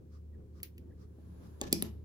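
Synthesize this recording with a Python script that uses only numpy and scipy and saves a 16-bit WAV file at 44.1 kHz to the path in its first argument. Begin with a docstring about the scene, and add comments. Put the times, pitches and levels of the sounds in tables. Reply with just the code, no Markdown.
"""Over a low hum, small steel scissors snip a thread close by, then tick once as the blades open.
A sleeve rustles, a hand rubs on cloth and the scissors are put down on a wooden desk: three knocks
with a short slide, each a click of ringing steel over a hollow thump of wood. The loose blades chatter
after the hardest knock. The small room adds a short echo, and holds the electrical hum, a rumble,
two tiny squeaks and a faint swish that repeats."""
import sys
import numpy as np
from scipy import signal
from scipy.fft import rfft, irfft
from scipy.io import wavfile
from scipy.ndimage import uniform_filter1d

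SR = 44100
rng = np.random.default_rng(int(sys.argv[2]) if len(sys.argv) > 2 else 0)


def materialize(psi):
    """Save the field psi as 16-bit PCM at rate SR to the path in sys.argv[1].

    A 1-D psi becomes a single channel; in a 2-D psi each row is a channel.
    """
    bounded = np.clip(np.atleast_2d(psi).T, -1, 1)
    quanta = np.round(bounded * 32767).astype(np.int16)
    wavfile.write(sys.argv[1], SR, quanta)


N = 90316
T = np.arange(N) / SR

# Blade clicks: t/s, level/dB, time to fade by 60 dB (t60)/s, tilt toward treble/dB per octave
BLADE_CLICKS = [(.6022, -40.5, 0.0096, -8), (0.6307, -13.5, 0.0099, -1), (0.635, -22.5, 0.013, -2.5),
                (0.7797, -34, 0.017, -6), (.7822, -39, 0.016, -5)]
# Tone of a click, or how strong each pitch is: f/Hz, level/dB
CLICK_TONE = [(400, -45), (1200, -29.5), (2200, -4.5), (4500, -8.5), (8000, -9.5), (10500, -2), (12200, 3),
              (14200, 7), (15500, 5.5), (16500, -30)]
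def snips():
    """The blades bite through the thread, click shut and tick open: tiny bursts of noise."""
    out = 0
    for at, db, t60, tilt_db in BLADE_CLICKS:
        burst = rng.standard_normal(N) * fade(t60) * rise(.0002)
        click = colour(burst, CLICK_TONE, tilt_db)
        out = out + amp(db) * place(unit(click), at, lag_ms=.18)
    return out

# Rasps of the edges: t/s, level/dB, t60/s, tilt/dB per octave
EDGE_RASPS = [(.638, -23.5, 0.14, 0), (0.786, -45.5, .17, -1.5)]
# Tone of a rasp: f/Hz, level/dB
RASP_TONE = [(600, -25), (1300, -5.5), (2100, 4.5), (3200, 0), (5500, 0), (8500, -14), (10500, 0.5),
             (13200, -2), (14500, 8.5), (15400, 5), (16200, -28)]
def rasps():
    """The edges rasp on for a moment after closing and opening."""
    return sum(rattle(at, db, t60, RASP_TONE, tilt_db) for at, db, t60, tilt_db in EDGE_RASPS)

# Knocks on the desk: t/s, steel level/dB, boosted f/Hz, boost/dB, crack level/dB,
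# crack tilt/dB per octave, tip level/dB, thump level/dB, thump f/Hz, left ear delay/ms
DESK_KNOCKS = [(1.6140, -19.5, 7090, 11.5, -9.5, -0.8, -42, -9, 578, .2),
               (1.7273, 2, 7470, 2.5, -3.5, 4.5, -21.5, -1, 266, .18),
               (1.8237, -15, 10950, 14.5, -5, -1, -55, -9.5, 283, .21)]
# Tone of the sharp crack: f/Hz, level/dB
CRACK_TONE = [(300, -16.5), (900, -8), (1600, -9), (2500, 5.5), (3800, 3.5), (5300, -9), (7200, -1),
              (8500, -13), (10200, 1), (11800, -3), (13300, -8), (14800, -1), (17000, -17)]
# Notes of the closed scissors, cut short by the desk: f/Hz, level/dB, t60/s
STEEL_NOTES = [(2364, -14.5, 0.028), (3515, -6.5, .011), (4003, -6, .009), (4200, -1.5, 0.0081),
               (4840, -0.5, 0.011), (7140, -2, .008), (7740, 2.5, 0.0097), (9500, -2, 0.0026),
               (10600, 2, 0.0076), (11660, 2.5, 0.006), (14500, -0.5, 0.007)]
# Longer notes of the free blade tips: f/Hz, level/dB, t60/s
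TIP_NOTES = [(2380, -14.5, .3), (4720, -12, .25), (4830, -4, 0.3), (4980, -4.5, 0.3), (5230, -5.5, 0.35),
             (5340, -7.5, .3), (5900, -8.5, .12)]
def knocks():
    """Each knock cracks, rings the steel a little differently and thumps the desk: (metal, wood)."""
    metal, wood = 0, 0
    for knock in DESK_KNOCKS:
        at, steel_db, boost_hz, boost_db, crack_db, tilt_db, tip_db, thump_db, thump_hz, lag_ms = knock
        boost = lambda hz: amp(boost_db * near(hz, boost_hz, octaves=.19))
        burst = rng.standard_normal(N) * fade(.007) * rise(.0002)
        crack = shape(colour(burst, CRACK_TONE, tilt_db), boost)
        notes = [(hz * (1 + .003 * rng.standard_normal()), db, t60) for hz, db, t60 in STEEL_NOTES]
        steel = ring(notes, boost) * rise(.00087)
        tips = ring(TIP_NOTES)
        hit = amp(steel_db) * unit(steel) + amp(crack_db) * unit(crack) + amp(tip_db) * unit(tips)
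        metal = metal + place(hit, at, lag_ms)
        wood = wood + thump(at + .001, thump_db, thump_hz, rise_s=.0054)
    return metal, wood

# Notes of the desk top: f/Hz, level/dB, t60/s
DESK_NOTES = [(105.83, -16, 0.46), (180.36, -21, 0.44), (226.5, -9, 0.054), (259.4, 0, 0.034),
              (317, 3, 0.029), (371, -5.5, 0.028), (558.5, -1.5, 0.022), (802, -6, 0.027),
              (1100, -7.5, 0.023), (1730, -19.5, 0.46)]
def thump(at, db, centre_hz, rise_s):
    """A push makes the desk top ring, favouring its notes near centre_hz."""
    body = ring(DESK_NOTES, lambda hz: near(hz, centre_hz, octaves=.94)) * rise(rise_s)
    left_right_db = np.array([[1], [-1]])
    return amp(db + left_right_db) * place(unit(body), at, lag_ms=-.21)

# The one burst of chatter: t/s, level/dB, t60/s
BLADE_CHATTER = (1.735, -12, .25)
# Its tone: f/Hz, level/dB
CHATTER_TONE = [(1800, -27), (2500, -4.5), (3300, -25), (4500, 1), (5200, 7.5), (5900, 4.5), (6700, -5.5),
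                (8000, -14), (9000, -21.5), (10200, 0.5), (11200, 3), (12300, -3), (13500, -18.5),
                (15000, -13), (16300, -36)]
def chatter():
    """The loose blades chatter after the hardest knock."""
    return rattle(*BLADE_CHATTER, CHATTER_TONE, tilt_db=-2.5)

def rattle(at, db, t60, tone, tilt_db):
    """A dying run of tiny steel taps, made from grainy noise."""
    hiss = colour(rng.standard_normal((2, N)), tone, tilt_db)
    run = hiss * fade(t60) * rise(.0019) * amp(-.5 * walk(760))
    delayed = np.pad(unit(run), ((0, 0), (int(at * SR), 0)))[:, :N]
    return amp(db) * np.sqrt(2) * delayed

# Short scrapes: t/s, level/dB, half length/s
SCRAPES = [(1.634, -41.5, 0.014), (1.676, -42.5, 0.01), (1.723, -48, 0.0034), (1.74, -49, 0.024),
           (1.842, -46, .03)]
# Tone of steel on wood: f/Hz, level/dB
SCRAPE_TONE = [(100, 12.5), (350, 16.5), (700, -2), (1500, -10), (3500, -8), (6500, -9.5), (9000, -22.5),
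               (15000, -22), (16300, -38.5)]
def slides():
    """The scissors scrape unevenly over the wood as they settle."""
    push = sum(amp(db) * swell(at, half) for at, db, half in SCRAPES)
    return spread(noise(SCRAPE_TONE)) * push * amp(2 * walk(300))

# Bumps of the arm: t/s, level/dB, centre f/Hz
ARM_BUMPS = [(1.184, -23.5, 303), (1.272, -22.5, 150), (1.412, -22.5, 245.5), (1.665, -15.5, 150.8)]
def bumps():
    """The arm bumps the desk softly, so each thump starts gently."""
    return sum(thump(at, db, hz, rise_s=.017) for at, db, hz in ARM_BUMPS)

# How loud the sleeve is: t/s, level/dB
SLEEVE_LEVEL = [(0, -90), (1.08, -80), (1.2, -65), (1.33, -62.5), (1.45, -55), (1.56, -62), (1.85, -62),
                (2.05, -74)]
# Tone of the cloth: f/Hz, level/dB
CLOTH_TONE = [(100, 18.5), (220, 27.5), (500, 14), (900, 5.5), (1600, -9), (2300, -5), (4500, -7),
              (8000, -28), (11000, -19), (16000, -22.5)]
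def sleeve():
    """The sleeve rustles as the hands move."""
    return spread(noise(CLOTH_TONE) * amp(curve(SLEEVE_LEVEL) + .69 * walk(40)))

# How loud the hand rubs as it is lowered: t/s, level/dB
RUB_LEVEL = [(0, -99), (1.05, -87), (1.28, -77.5), (1.45, -72.5), (1.6, -75), (1.85, -81), (2.05, -87)]
# Hollow part of the rub: f/Hz, level/dB
RUB_TONE = [(500, -22), (1000, 3.5), (1350, -4.5), (1720, -1), (1950, -16), (3000, -25.5), (16000, -51.5)]
# Hissy part of the rub: f/Hz, level/dB
RUB_HISS_TONE = [(2000, -10), (4000, -8), (7200, 0.5), (8600, -13.5), (10000, 5), (12200, -0.5),
                 (13500, -9), (15000, -0.5), (16300, -17.5)]
def rub():
    """Skin drags over cloth in small catches, with a smooth, fine hiss on top."""
    catches = noise(RUB_TONE) * amp(walk(70))
    hiss = amp(-3.5) * noise(RUB_HISS_TONE)
    return spread(catches + hiss) * amp(curve(RUB_LEVEL))

# Tone of the echo: f/Hz, level/dB
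ECHO_TONE = [(80, -1), (200, 3), (500, -9.5), (1100, -4.5), (1800, -11.5), (2500, -9), (5000, -16),
             (8000, -19), (11000, -14.5), (15000, -12), (16300, -24)]
def room(x):
    """The small room sends sound back from all sides; the treble dies first."""
    wash = rng.standard_normal((2, N))
    low = shape(wash, lambda f: 1 / (1 + (f / 7000) ** 2))
    tail = (low * fade(t60=.32) + (wash - low) * fade(t60=.13)) * rise(.0073) ** 2
    response = colour(spread(unit(tail)), ECHO_TONE)
    return signal.fftconvolve(x, response, axes=1)[:, :N]

# Faint squeaks: t/s, level/dB, f/Hz
TINY_SQUEAKS = [(.347, -74.5, 1850), (0.919, -72, 1860)]
def squeaks():
    """Two short tones, roughened by a shaky pitch."""
    shaky_time = np.cumsum(1 + .05 * walk(200)) / SR
    return sum(amp(db) * swell(at, half_s=.0099) * np.sin(2 * np.pi * hz * shaky_time)
               for at, db, hz in TINY_SQUEAKS)

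# Tone of the swish: f/Hz, level/dB
SWISH_TONE = [(600, -25), (1200, 9.5), (1600, -4), (3000, -12.5), (5200, -2.5), (8000, -15), (15000, -17.5)]
def swish():
    """Four faint, evenly spaced puffs of noise."""
    first_s, gap_s = .15, .435
    puffs = sum(swell(first_s + k * gap_s, half_s=.026) for k in range(4))
    return spread(noise(SWISH_TONE) * amp(-71) * puffs)

# Notes of the hum: f/Hz, level/dB
HUM_NOTES = [(76, -52.5), (107.7, -61), (178, -67), (250, -73), (350, -72.5), (415, -75), (522, -77.5)]
# Rise and fall added to the lowest note: t/s, level/dB
LOW_NOTE_SWELL = [(0, -9), (.15, 1.5), (.65, -5), (.85, 0.5), (1.35, -3), (1.8, 4), (1.97, 10), (2.05, -1)]
def hum():
    """An electrical hum whose notes each waver a little."""
    t = T + np.array([[.00041], [0]])  # the left ear hears it first
    notes = []
    for hz, db in HUM_NOTES:
        level = np.sqrt(2) * amp(db + 2 * walk(10))
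        phase = 2 * np.pi * (hz * t + rng.random()) + .12 * walk(3.7)
        notes.append(level * np.sin(phase))
    return notes[0] * amp(curve(LOW_NOTE_SWELL)) + sum(notes[1:])

# Tone of the quiet room: f/Hz, level/dB
AIR_TONE = [(20, -22), (45, -1.5), (65, 1), (110, 2), (145, -2), (200, -4), (300, -6.5), (420, -8.5),
            (600, -25.5), (1000, -35.5), (2000, -43), (5000, -47.5), (11000, -50.5), (16000, -48)]
def room_air():
    """A flickering rumble under an even hiss."""
    air = amp(-54) * spread(noise(AIR_TONE))
    rumble = shape(air, lambda f: 1 / (1 + (f / 1500) ** 4))
    hiss = air - rumble
    return rumble * amp(2.33 * walk(13.96)) + hiss

# Stereo width, or the sides compared with the middle: f/Hz, level/dB
WIDTH = [(40, -6), (130, -13), (300, -5.5), (700, 2), (2000, -0.5), (16000, 1)]
def spread(pair):
    """Turn two unrelated signals into sound from all around, alike in both ears in the bass."""
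    side = colour(pair[1], WIDTH)
    return np.array([pair[0] + side, pair[0] - side]) / np.sqrt(2)

def amp(db):
    """Decibels to gain."""
    return 10 ** (np.asarray(db) / 20)

def unit(x):
    """Scale to an energy of 1."""
    return x / np.sqrt(np.sum(x ** 2))

def curve(points):
    """Join (t/s, level/dB) points with straight lines."""
    return np.interp(T, *np.array(points).T)

def shape(x, gain):
    """Turn each frequency f up or down by gain(f)."""
    return irfft(rfft(x) * gain(np.arange(N // 2 + 1) * SR / N + 1), N)

def colour(x, points, tilt_db=0):
    """Filter by (f/Hz, level/dB) points and a tilt per octave."""
    hz, db = np.array(points, float).T
    tilted_db = db + tilt_db * np.log2(hz / hz[-1])
    return shape(x, lambda f: amp(np.interp(np.log(f), np.log(hz), tilted_db)))

def noise(tone):
    """Noise with this tone and a typical size of 1, unrelated left and right."""
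    x = colour(rng.standard_normal((2, N)), tone)
    return x / x.std()

def walk(rate):
    """A smooth random wobble of size near 1, turning `rate` times a second."""
    step = max(int(SR / rate), 1)
    stairs = np.repeat(rng.standard_normal(N // step + 1), step)
    return 1.24 * uniform_filter1d(stairs, step)[:N]

def fade(t60):
    """Die away by 60 dB in t60 seconds."""
    return np.exp(-np.log(1000) * T / t60)

def rise(seconds):
    """A soft start."""
    return 1 - np.exp(-T / seconds)

def swell(at, half_s):
    """A bell-shaped rise and fall."""
    return np.exp(-.5 * ((T - at) / half_s) ** 2)

def near(hz, centre, octaves):
    """1 at the centre frequency, falling off on both sides."""
    return np.exp(-.5 * (np.log2(hz / centre) / octaves) ** 2)

def ring(notes, weight=lambda hz: 1):
    """The notes of a struck object, dying away."""
    return sum(amp(db) * weight(hz) * np.sin(2 * np.pi * hz * T) * fade(t60) for hz, db, t60 in notes)

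def place(x, at, lag_ms):
    """Start a sound at a time; the left ear hears it lag_ms later (earlier if negative)."""
    return np.array([np.pad(x, (int(max(s, 0) * SR), 0))[:N] for s in (at + lag_ms / 1000, at)])

def scene():
    """Scissors and desk with their echo, over the quiet sounds of hands and room."""
    cut = snips() + rasps()
    metal, wood = knocks()
    metal = metal + slides() + chatter()
    wood = wood + bumps()
    echo = room(amp(-10) * cut + amp(-3) * metal + amp(-1) * wood)
    return cut + metal + wood + echo + sleeve() + swish() + squeaks() + rub() + hum() + room_air()

def record(dry):
    """Cut the highest treble, above 16500 Hz."""
    return signal.sosfilt(signal.ellip(8, .2, 80, 16500, fs=SR, output="sos"), dry)

dry = scene()
out = record(dry)
materialize(out)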